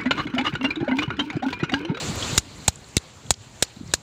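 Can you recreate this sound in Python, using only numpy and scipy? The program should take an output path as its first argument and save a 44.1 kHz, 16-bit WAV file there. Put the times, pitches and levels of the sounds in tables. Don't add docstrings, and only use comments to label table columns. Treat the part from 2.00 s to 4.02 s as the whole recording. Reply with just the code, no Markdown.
import sys
import numpy as np
from scipy import signal
from scipy.io import wavfile

SR = 44100
rng = np.random.default_rng(int(sys.argv[2]) if len(sys.argv) > 2 else 0)


def ratio(d):
    e = np.asarray(d, float) / 20
    return 10 ** e


def store_wav(level_fs):
    pcm = np.round(np.clip(np.atleast_2d(level_fs), -1, 1) * 32767)
    wavfile.write(sys.argv[1], SR, pcm.T.astype(np.int16))


N = 89258


def at_hz(points, hz):
    table_hz, table_db = np.transpose(points)
    return np.interp(np.log(hz), np.log(table_hz), table_db)


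def rms_one(x):
    return x / np.sqrt(np.mean(x ** 2) + 1e-20)


def drift(rate_hz):
    r = np.exp(-16 * np.pi * rate_hz / SR)
    noise = rng.standard_normal(N // 8 + 1502)
    slow = signal.lfilter([1], [1, -2 * r, r * r], noise)[1500:]
    return np.interp(np.arange(N) / 8, np.arange(len(slow)), rms_one(slow))


def ring(clicks, hz, t60):
    r, w = ratio(-60 / (t60 * SR)), 2 * np.pi * hz / SR
    return signal.lfilter([0, np.sin(w)], [1, -2 * r * np.cos(w), r * r], clicks + 1e-18)


def bands(sources, spectrum, patchy_db, rate_hz):
    out, power = 0, 0
    together = drift(rate_hz / 4)
    lowest, highest = spectrum[0][0], spectrum[-1][0]
    edges = lowest * 2 ** np.arange(-1 / 3, np.log2(highest / lowest) + 0.2, 1 / 3)
    for k, (low, high) in enumerate(zip(edges, np.minimum(edges[1:], 19000))):
        sos = signal.butter(2, [low, high], "band", fs=SR, output="sos")
        band = signal.sosfilt(sos, sources[k % 2])
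        db = at_hz(spectrum, np.sqrt(low * high))
        flicker_db = patchy_db * (0.76 * together + drift(rate_hz))
        out = out + band * ratio(db + flicker_db)
        power += ratio(db) ** 2 * (high - low) / (SR / 2)
    return out / np.sqrt(power)


# frequency in Hz, level in dB per Hz.
SURF_COLOUR = [(300, -0.5), (800, -1), (1720, -5.5), (4090, -6.5), (5700, -13), (7300, -8), (11300, -40),
               (14800, -25.5), (16000, -34)]
# frequency in Hz, width in Hz, gain as a ratio.
PORT_RESONANCES = [(4170, 460, 0.72), (7340, 1140, 1), (14300, 2200, 0.65)]


def surf():
    hiss = bands(rng.standard_normal((2, N)), SURF_COLOUR, patchy_db=1.77, rate_hz=14)
    for hz, width, gain in PORT_RESONANCES:
        hiss = hiss + gain * signal.lfilter(*signal.iirpeak(hz, hz / width, fs=SR), hiss)
    return ratio(-31) * rms_one(hiss)


# time in seconds, level in dB.
GUSTS = [(0, -31), (.2, -36.5), (.45, -31), (.7, -30.5), (.9, -32), (1.15, -33.5), (1.27, -27.5),
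         (1.36, -32.5), (1.5, -29.5), (1.66, -35), (1.8, -26.5), (1.93, -28), (2.02, -31)]
# frequency in Hz, level in dB per Hz.
WIND_COLOUR = [(25, -2), (50, -1.5), (91, -1.5), (160, -4.5), (340, -12), (520, -21)]


def wind():
    s, db = np.transpose(GUSTS)
    flutter = rms_one(bands(rng.standard_normal((2, N)), WIND_COLOUR, patchy_db=1.5, rate_hz=25))
    return ratio(np.interp(np.arange(N) / SR, s, db)) * flutter


def recorder_gain():
    floor_db, share, duck_s, recover_db_per_s = -22, 0.65, 0.0054, 8.5
    times, levels = [0.0], [0.0]
    for s, *_ in STABS:
        before = min(levels[-1] + recover_db_per_s * (s - times[-1]), 0)
        times += [s, s + duck_s]
        levels += [before, before + share * (floor_db - before)]
    levels.append(levels[-1] + recover_db_per_s * (N / SR - times[-1]))
    times.append(N / SR)
    return ratio(np.interp(np.arange(N) / SR, times, levels))


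# centre in seconds, peak in dB, pitch in Hz, length in ms.
WIND_POPS = [(.098, -20, 197, 13.8), (.172, -26, 89, 24), (.232, -26, 99, 20), (0.332, -23.5, 138, 19),
             (1.255, -37, 148, 20), (1.285, -36, 130, 18), (1.408, -39, 110, 30), (1.771, -33.5, 200, 12.5),
             (1.813, -26.5, 246, 10), (1.835, -31.5, 200, 9), (1.865, -37, 150, 16),
             (1.893, -36.5, 150, 16)]


def pops():
    t, out = np.arange(N) / SR, np.zeros(N)
    for s, db, hz, ms in WIND_POPS:
        swell = np.exp(-((t - s) / ms * 3000) ** 2)
        out += ratio(db) * swell * np.sin(2 * np.pi * hz * (t - s))
    return out


# start in seconds, level in
# dB, pitch in Hz, length in ms.
FALLING_CRUMBS = [(.155, -43, 12500, 12), (.224, -25, 3260, 19), (.246, -25, 3740, 7.6),
                  (.279, -28.5, 3900, 8), (.5852, -54, 11000, 2.6), (.7565, -36, 7000, 7.5),
                  (.842, -43, 4150, 7.6), (0.887, -45, 8400, 3), (.9114, -54, 4800, 6.6),
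                  (0.9771, -20, 3880, 8), (0.9778, -23.5, 6800, 6.7), (1.264, -45, 3500, 9.7),
                  (1.3098, -17, 7200, 5.7), (1.316, -26, 7500, 4.6), (1.3391, -30.5, 3470, 3.6),
                  (1.3393, -32.5, 5840, 4.9), (1.343, -33, 5000, 3), (1.504, -52, 3850, 6),
                  (1.648, -41, 4500, 12), (1.762, -47, 3940, 8.6), (1.8762, -45, 5730, 6),
                  (1.914, -43, 3500, 18), (1.951, -35, 4200, 4)]


def crumbs():
    out, t = np.zeros(N), np.arange(2048) / SR
    width = 1.107
    for s, db, hz, ms in FALLING_CRUMBS:
        edges = [hz / width, min(hz * width, 16000)]
        sos = signal.butter(2, edges, "band", fs=SR, output="sos")
        tick = rms_one(signal.sosfilt(sos, rng.standard_normal(2048)))
        age = t / (ms / 6000)
        tick = ratio(db) * tick * age * np.exp(1 - age)
        start = int(s * SR)
        out[start:start + 2048] += tick[:N - start]
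    return out


# start in seconds, peak in dB, length in ms.
AIR_PUFFS = [
    (0.3784, -14, 5.4),
    (.681, -10.5, 5.7),
    (0.9681, -9, 3.75),
    (1.3069, -15.5, 7.3),
    (1.626, -48, 2.1),
    (1.9385, -23.5, 4.8),
]
# start in seconds, peak in dB, pitch in Hz, t60 in ms.
ROCK_KNOCKS = [(.3797, -5.5, 1460, 7.4), (.3795, -13.5, 357, 15), (1.6245, -9, 3300, 14),
               (.6825, -6.5, 815, 13.6), (.6805, -12.5, 1650, 8), (.969, -9, 408, 8.3),
               (.9672, -10, 2670, 7), (1.3065, -6.5, 800, 9.2), (1.307, -9, 1500, 6),
               (1.6255, -5, 530, 7.8), (1.625, -12.5, 1630, 12), (1.9382, -5, 1750, 11.3),
               (1.9385, -10, 690, 9.9), (1.938, -7.5, 2350, 9.7)]


def thumps():
    t, out = np.arange(N) / SR, np.zeros(N)
    for s, db, ms in AIR_PUFFS:
        out += ratio(db) * np.sin(np.pi * np.clip((t - s) / ms * 1000, 0, 1)) ** 2
    for s, db, hz, ms in ROCK_KNOCKS:
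        click = np.zeros(N)
        click[int(s * SR)] = ratio(db)
        out += signal.lfilter([0.25], [1, -0.75], ring(click, hz, ms / 1000))
    return out


# start in seconds, crack level in dB, crush length in ms,
# debris level in dB.
STABS = [
    (0.3774, -10, 5.25, -21),
    (0.6793, -10.5, 4.9, -20),
    (0.967, -11, 3.2, -25.5),
    (1.3057, -9.5, 2.64, -22),
    (1.6241, -11, 3.66, -21),
    (1.9371, -10, 3.15, -21),
]
# frequency in Hz, level in dB per Hz.
SHELL_COLOUR = [(1300, -19.5), (2000, -6), (2900, -4.5), (4150, -0.5), (5600, -6.5), (7100, 3),
                (11500, -29), (14600, -20.5), (16000, -28)]
# frequency in Hz, level in dB per Hz.
DEBRIS_COLOUR = [(710, -43), (1200, -13), (3360, -11.5), (4360, -1), (5780, -10), (7100, 1), (11200, -35),
                 (14700, -12), (16000, -40)]
# frequency in Hz, level in dB, t60 in seconds.
SHAFT_RINGS = [(2790, -14, 0.015), (3230, -13.5, 0.0055), (4300, -9.5, 0.016), (4950, -14, 0.009),
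               (7000, -1, 0.029), (7830, -8, 0.02), (8900, -33, 0.0094), (14300, -14, .008)]


def cracking():
    cracks_per_s, spread_db, rise_s = 12000, 2.5, 0.00015
    break_t60_s, debris_t60_s = 0.0068, 0.043
    t, crush, rattle = np.arange(N) / SR, np.zeros(N), np.zeros(N)
    for s, db, ms, debris_db in STABS:
        age = np.maximum(t - s, 0)
        late = np.maximum(age - ms / 1000, 0)
        rise = np.clip(age / rise_s, 0, 1)
        first_db = 7 * np.exp(-age / 0.00077)
        crush += rise * ratio(db + first_db - 60 * late / break_t60_s)
        rattle += rise * ratio(debris_db - 60 * late / debris_t60_s)
    rattle = rattle * ratio(1.0 * drift(180))

    sizes = ratio(spread_db * np.minimum(rng.exponential(1, (2, N)), 4))
    sizes = sizes * rng.choice([-1, 1], (2, N))
    cracks = rms_one(sizes * (rng.random((2, N)) < cracks_per_s / SR))
    shell = bands(cracks * crush, SHELL_COLOUR, patchy_db=0.83, rate_hz=160)
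    debris = bands(cracks * rattle, DEBRIS_COLOUR, patchy_db=2, rate_hz=240)
    shaft = np.zeros(N)
    for k, (hz, db, t60) in enumerate(SHAFT_RINGS):
        shaft += ratio(db - 17) * ring(cracks[k % 2] * (crush + rattle), hz, t60)
    return shell + debris + 0.31 * shaft


def scene():
    shore = recorder_gain() * (surf() + wind())
    return (shore + pops() + crumbs() + thumps() + cracking())[None]


def low_pass(x):
    return signal.sosfilt(signal.butter(12, 16520, fs=SR, output="sos"), x)


def record(dry):
    w, q = 2 * np.pi * 74.7, 1.225
    x = signal.lfilter(*signal.bilinear([1, 0, 0], [1, w / q, w * w], SR), dry)
    x = signal.lfilter(*signal.butter(1, 22, "high", fs=SR), x)
    ceiling, hardness = 0.8, 2.87
    x = x / (1 + np.abs(x / ceiling) ** hardness) ** (1 / hardness)
    x = signal.sosfilt(signal.cheby2(6, 22, 16100, fs=SR, output="sos"), x)
    return low_pass(x)


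dry = scene()
out = record(dry)
store_wav(out)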